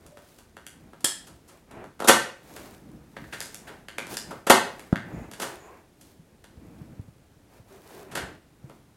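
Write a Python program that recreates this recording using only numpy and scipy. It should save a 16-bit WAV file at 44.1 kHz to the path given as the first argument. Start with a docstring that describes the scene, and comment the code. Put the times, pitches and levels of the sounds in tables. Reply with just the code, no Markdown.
"""Small hard room: scissors are worked under two plastic straps round a cardboard carton and snap them.
Each contact knocks the carton, cracks in the plastic and ticks on the blade edges. The taut strap pings;
the steel blades clack and ring. Hands and clothes rub and rustle between, with a few narrow scrapes,
and the table thumps now and then. Impacts echo briefly over a steady hiss."""
import sys
import numpy as np
from scipy import signal
from scipy.fft import rfft, irfft, next_fast_len
from scipy.io import wavfile
from scipy.ndimage import uniform_filter1d

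SR = 44100
rng = np.random.default_rng(int(sys.argv[2]) if len(sys.argv) > 2 else 0)


def unload_wav(signal):
    """Save mono or channel-first audio to the path in sys.argv[1] as 16-bit WAV at rate SR, clipped to [-1, 1]."""
    wavfile.write(
        sys.argv[1],
        SR,
        np.round(np.clip(np.atleast_2d(signal).T, -1, 1) * 32767).astype(np.int16),
    )


N = 395136

# noise floor (frequency [Hz], relative density [dB])
HISS_SPECTRUM = [(15, -39), (25, -4.5), (76, 0.5), (300, -5.5), (1130, -20), (1400, -20), (4600, -27.5),
                 (10100, -29.5), (14700, -35.5), (16000, -36.5)]
# hand and sleeve strokes (middle [s], length [s], rumble [dB], rub on cardboard [dB], rustle [dB])
HAND_STROKES = [(0.056, 0.21, -56, -63.5, -74), (0.305, 0.46, -78, -67, -65),
                (0.877, 0.54, -57.5, -66, -80), (1.29, 0.43, -57, -70, -74), (1.536, .24, -71, -60, -69.5),
                (1.799, 0.29, -47.5, -45.5, -82), (2.611, 0.54, -54.5, -49.5, -55.5),
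                (2.93, 0.41, -48.5, -64, -76), (3.24, 0.52, -48.5, -66, -69.5),
                (3.46, 0.59, -57, -58.5, -61.5), (3.725, 0.34, -56, -52.5, -68),
                (4.058, 0.4, -50.5, -55, -75.5), (4.123, 0.097, -51, -43.5, -43),
                (4.308, 0.36, -48, -51.5, -64), (4.78, 0.59, -55, -54, -65), (5.18, 0.45, -40, -47, -67),
                (5.473, 0.28, -49, -43.5, -53.5), (5.675, 0.51, -73, -51.5, -70.5),
                (6.08, 0.27, -62, -69.5, -66.5), (6.804, 0.8, -49, -62.5, -75),
                (7.557, .17, -79, -57.5, -68), (7.745, 0.23, -60.5, -55, -64),
                (7.951, .36, -61, -49.5, -57.5), (8.213, 0.43, -45, -46.5, -71),
                (8.707, 0.27, -59.5, -64, -76.5)]
# friction resonances (frequency [Hz], width [Hz], relative gain [dB])
RUMBLE_PEAKS = [(71, 60, -2.5), (129, 80, -2), (212, 230, -1.5), (341, 70, -6.5)]
RUB_PEAKS = [(262, 81, -2), (372, 160, 6), (660, 610, 3.5), (920, 1100, -2), (1600, 910, -4),
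             (2400, 1000, -11)]
RUSTLE_PEAKS = [(3760, 3700, 4), (7000, 4300, 2), (11200, 13000, 1)]
# narrow scrapes (start [s], end [s], level [dB], pitch [Hz])
SCRAPE_STROKES = [(0.026, 0.263, -57, 586), (5.073, 5.326, -68, 6870), (5.55, 5.717, -63.5, 6950),
                  (5.596, 5.8, -55.5, 1045), (7.69, 7.796, -53, 393), (7.857, 8.118, -52.5, 396),
                  (7.883, 8.06, -63, 720)]
# blade, strap and carton contacts (time [s], knock [dB], hollow clack [dB], tick [dB], contact [ms])
CONTACT_HITS = [(0.063, -59, -67, -55.5, 2.04), (0.17, -50.5, -55.5, -61.5, 1.96),
                (0.385, -56.5, -62, -56, 2.6), (0.567, -47, -50.5, -57.5, 1.45),
                (0.6655, -57, -48, -45, 0.92), (0.9319, -49.5, -56.5, -66, 2.2),
                (1.0055, -59, -69, -55.5, 2.8), (1.0435, -35, -43, -25, 1.7),
                (1.2677, -51, -58.5, -51.5, 9.1), (1.478, -54, -64, -54, 18), (1.71, -56, -57.5, -58, 2.4),
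                (1.8407, -46.5, -58, -62.5, 1.5), (1.993, -50.5, -56, -59, 1.6),
                (2.0007, -32.5, -42, -44.5, 2.6), (2.0192, -30.5, -43.5, -48.5, 2.9),
                (2.0444, -28, -48, -40, 2.6), (2.0741, -25.5, -31, -24, 4), (2.0819, -15, -17, -13.5, 5.75),
                (2.0918, -11.5, -15, -29, 3.6), (2.5628, -47.5, -49, -48.5, 3.2),
                (3.165, -41.5, -41, -59.5, 3.1), (3.2388, -57, -51, -70, 2.8),
                (3.3246, -41.5, -36, -44.5, 8), (3.4045, -44.5, -51, -36, 0.41),
                (3.4142, -63, -41, -54, 0.46), (3.427, -62, -65, -45, 0.53), (3.4568, -53, -71, -46, 0.7),
                (3.494, -68, -62, -59, .5), (3.5446, -56, -54.5, -41, 0.84),
                (3.6702, -44.5, -44.5, -53, 12.5), (3.8835, -48.5, -44, -51, 2.06),
                (3.9817, -34.5, -36, -41, 2.24), (4.0679, -47, -55.5, -48.5, 1.5),
                (4.1397, -46, -48, -42, 2.5), (4.1687, -44, -41, -34, 1.67), (4.306, -35, -49.5, -51, 6.4),
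                (4.467, -27, -33, -34.5, 4.9), (4.4975, -8.5, -18, -19.5, 3.65),
                (4.504, -16.5, -19, -19, 2), (4.5106, -24, -25.5, -29.5, 2.8),
                (4.7938, -50, -52.5, -50.5, 1.35), (4.927, -32, -45, -58, 1.5),
                (4.9578, -49, -32, -52.5, 1.22), (5.3136, -48, -53.5, -49, 1.46),
                (5.3342, -50, -49, -48, 2), (5.398, -36.5, -42.5, -38.5, 3),
                (5.4146, -31.5, -36, -34, 10.6), (6.0101, -67, -66.5, -54, 2.73),
                (6.4399, -55, -55.5, -58, 2.55), (8.112, -44.5, -49, -50, 13.5),
                (8.1513, -36, -35, -36, 3.6), (8.1641, -33.5, -33.5, -41, 13.6),
                (8.696, -49.5, -60, -63.5, 2.24)]
# carton, hollow clack, plastic and blade edge resonances (frequency [Hz], width [Hz], relative gain [dB])
CARTON_PEAKS = [(240, 210, -4), (410.4, 160, 0.5), (538, 100, 1), (693.4, 310, -3), (946, 250, -4),
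                (1315, 370, -3)]
HOLLOW_PEAKS = [(1529, 470, 1.5), (1935, 710, -1.5)]
CRACK_PEAKS = [(2690, 1000, 3), (3320, 1200, 0.5), (4140, 2300, -4)]
TICK_PEAKS = [(5657, 5800, -5), (7550, 4500, 0.5), (9100, 3400, -0.5), (11650, 3300, -4.5)]
# echo decay (band centre [Hz], t60 [s], relative gain [dB])
ROOM_BANDS = [(125, 0.52, -9), (248, 0.38, -7), (490, 0.47, -11.5), (980, .4, -7), (1940, 0.45, -7),
              (4030, 0.4, -4.5), (7900, .34, -6), (14000, 0.18, -7)]
# taut strap on the blades (time [s], peak [dB], pitch [Hz])
STRAP_PINGS = [(0.5668, -48.5, 2360), (2.0438, -29, 3790), (3.3263, -35, 2690), (3.4048, -29, 5080),
               (3.5443, -54, 5000), (3.8846, -39.5, 3070), (3.9836, -23, 2390), (4.17, -25.5, 5000),
               (4.7945, -43, 2278), (5.3986, -38, 4740)]
# blade on blade (time [s], level [dB], contact [ms])
BLADE_HITS = [(.6654, -50, 1.0), (1.0446, -19.5, 3.1), (2.044, -49, 1.2), (4.1679, -41.5, 2.9),
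              (4.4693, -41.5, 1.2)]
# steel ring (frequency [Hz], relative gain [dB], t60 [s])
BLADE_MODES = [(1690, -3, 0.017), (3240, 0, .02), (5340, -5, 0.0054), (7144, -4, 0.0063), (7940, 1, .005),
               (9700, -2.5, 0.0036), (10730, -10, 0.0041), (12310, -10, 0.0068)]
# dull blows through the table (time [s], level [dB], pitch [Hz], t60 [s])
TABLE_THUMPS = [(1.043, -19, 290, 0.019), (4.928, 1, 182, 0.016), (5.145, -33, 270, 0.046),
                (6.194, -40, 161.5, 0.095), (6.574, -30.5, 76.2, 0.075), (6.814, -28, 146, 0.058),
                (6.995, -21, 106.8, 0.056), (7.084, -33, 138, 0.044), (7.37, -44.5, 125, 0.077),
                (7.599, -36.5, 110.4, 0.073), (8.235, -28, 134, 0.056), (8.642, -30.5, 135.7, 0.098)]


def undb(db):
    return 10 ** (np.asarray(db) / 20)


def decay(t, t60_s):
    return np.exp(-np.log(1000) * t / t60_s)


def shaped(x, response):
    """Spectrum of x times response(Hz)."""
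    size = next_fast_len(len(x) + SR)
    hz = np.arange(size // 2 + 1) * SR / size + 1e-3
    return irfft(rfft(x, size) * response(hz), size)[:len(x)]


def resonate(x, peaks, order=1):
    """Parallel resonances, alternating sign; unity gain for white noise."""
    def response(f):
        gain = sum((-1) ** k * undb(db) / (1 + 1j * (f / hz - hz / f) * hz / width_hz) ** order
                   for k, (hz, width_hz, db) in enumerate(peaks))
        return gain / np.sqrt(np.mean(np.abs(gain) ** 2))
    return shaped(x, response)


def walk(rate_hz):
    """Random levels, held and slewed."""
    hold = int(SR / rate_hz)
    steps = np.repeat(rng.standard_normal(N // hold + 1), hold)
    return 0.38 * uniform_filter1d(steps, hold)[:N]


def contact_force(times_s, levels_db, contacts_ms, rebound=0.63):
    """Blows scattered into flat-spectrum rattles by five all-pass echoes; energy = level held 10 ms."""
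    size = 8192
    force = np.zeros(N + size)
    omega = 2 * np.pi * np.arange(size // 2 + 1) / size
    delay_shares = rng.uniform(.05, .4, (len(times_s), 5))
    for time_s, gain, ms, shares in zip(times_s, undb(levels_db), contacts_ms, delay_shares):
        delays = np.ceil(shares * ms * SR / 1000)
        echo = np.exp(-1j * omega * delays[:, None])
        rattle = irfft(np.prod((echo - rebound) / (1 - rebound * echo), axis=0))
        i = int(time_s * SR)
        force[i:i + size] += gain * np.sqrt(SR / 100) * rattle
    return force[:N]


def hiss(rms_db=-59):
    """Steady room tone and microphone noise."""
    hz, db = np.transpose(HISS_SPECTRUM)
    noise = shaped(rng.standard_normal(N), lambda f: undb(np.interp(np.log(f), np.log(hz), db)))
    return noise * undb(rms_db) / np.std(noise)


def hands(fidget_db=(-66.5, -71.5, -78.5), crackles_per_s=90):
    """Skin, cloth and strap catch and slip in uneven grains: rumble, rub, crackling rustle."""
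    t = np.arange(N) / SR
    pressures = undb(fidget_db)[:, None] * np.ones(N)
    for middle_s, length_s, *db in HAND_STROKES:
        on = np.abs(t - middle_s) < length_s / 2
        pressures[:, on] += undb(db)[:, None] * np.cos(np.pi * (t[on] - middle_s) / length_s) ** 2
    spikes = (rng.random(N) < crackles_per_s / SR) * rng.exponential(size=N)
    crackle = 1 + 30 * uniform_filter1d(spikes, size=40)  # ticks of about 1 ms

    def friction(pressure, peaks, grain_depth, grain_hz):
        grains = rng.standard_normal(N) * undb(grain_depth * walk(grain_hz))
        return resonate(pressure * grains, peaks, order=2)

    rumble, rub, rustle = pressures
    return (friction(rumble, RUMBLE_PEAKS, grain_depth=4, grain_hz=25)
            + friction(rub, RUB_PEAKS, grain_depth=2.5, grain_hz=60)
            + friction(rustle * crackle, RUSTLE_PEAKS, grain_depth=2.5, grain_hz=150))


def scrapes(relative_width=0.099):
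    """Friction swelling and fading in one narrow resonance: thin and high, or hollow on the carton."""
    out = np.zeros(N + SR)
    for start_s, end_s, db, hz in SCRAPE_STROKES:
        i, size = int(start_s * SR), int((end_s - start_s) * SR)
        noise = resonate(rng.standard_normal(SR // 2), [(hz, relative_width * hz, 0)], order=2)[:size]
        swell = np.sin(np.pi * np.arange(size) / size)
        out[i:i + size] += undb(db) * swell * noise
    return out[:N]


def contacts(boom_offset_db=-4, crack_offset_db=-2, tick_share=.45):
    """Each contact excites carton panels, plastic strap and blade edges."""
    times_s, knock_db, hollow_db, tick_db, contacts_ms = np.transpose(CONTACT_HITS)
    crack_db = crack_offset_db + hollow_db + tick_share * (tick_db - hollow_db)

    def strike(peaks, levels_db):
        return resonate(contact_force(times_s, levels_db, contacts_ms), peaks, order=2)

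    boom = strike(CARTON_PEAKS[:2], knock_db + boom_offset_db)  # big panels
    knock = strike(CARTON_PEAKS[2:], knock_db)
    hollow = strike(HOLLOW_PEAKS, hollow_db)
    return boom + knock + hollow + strike(CRACK_PEAKS, crack_db) + strike(TICK_PEAKS, tick_db)


def room(x, gain_db=-24, build_s=0.0028, flutter_period_s=.0092, flutter_depth=0.76, flutter_tau_s=0.06):
    """Dense echoes build up, flutter between near walls and die sooner in the treble."""
    t = np.arange(int(.8 * SR)) / SR
    tail = 0
    for hz, t60_s, db in ROOM_BANDS:
        band = shaped(rng.standard_normal(len(t)), lambda f: np.exp(-np.log2(f / hz) ** 2 * 2))
        tail = tail + undb(db) * band * decay(t, t60_s)
    flutter = 1 + flutter_depth * np.exp(-t / flutter_tau_s) * np.cos(2 * np.pi * t / flutter_period_s)
    build = np.minimum(t / build_s, 1) ** 2
    return signal.fftconvolve(x, undb(gain_db) * tail * flutter * build)[:N]


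def strap_pings(t60_s=0.015):
    """One mode, pitched by the free length of strap."""
    out, t = np.zeros(N + SR), np.arange(SR // 10) / SR
    for time_s, db, hz in STRAP_PINGS:
        i = int(time_s * SR)
        out[i:i + len(t)] += undb(db) * np.sin(2 * np.pi * hz * t) * decay(t, t60_s)
    return out[:N]


def blade_clacks():
    """Steel on steel; grip and pivot damp the ring."""
    peaks = [(hz, np.log(1000) / np.pi / t60_s, db) for hz, db, t60_s in BLADE_MODES]
    return resonate(contact_force(*np.transpose(BLADE_HITS)), peaks)


def table_thumps(highpass_hz=60):
    """One low mode, soon damped; the table radiates little deep bass."""
    out, t = np.zeros(N + SR), np.arange(SR // 2) / SR
    for time_s, db, hz, t60_s in TABLE_THUMPS:
        i = int(time_s * SR)
        out[i:i + len(t)] += undb(db) * np.sin(2 * np.pi * hz * t) * decay(t, t60_s)
    return shaped(out[:N], lambda f: 1 / (1 - 1j * highpass_hz / f) ** 2)


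def scene(thump_send_db=-11.5):
    """Mono mix; only impacts feed the room."""
    hits = contacts() + blade_clacks() + strap_pings()
    thumps = table_thumps()
    echoes = room(hits + undb(thump_send_db) * thumps)
    return (hits + thumps + echoes + hands() + scrapes() + hiss())[None]


def record(dry):
    """Clip at full scale, then steep low-pass."""
    cutoff_hz = 16050
    lowpass = signal.ellip(12, .2, 90, cutoff_hz, fs=SR, output="sos")
    return signal.sosfilt(lowpass, np.clip(dry, -1, 1))


dry = scene()
out = record(dry)
unload_wav(out)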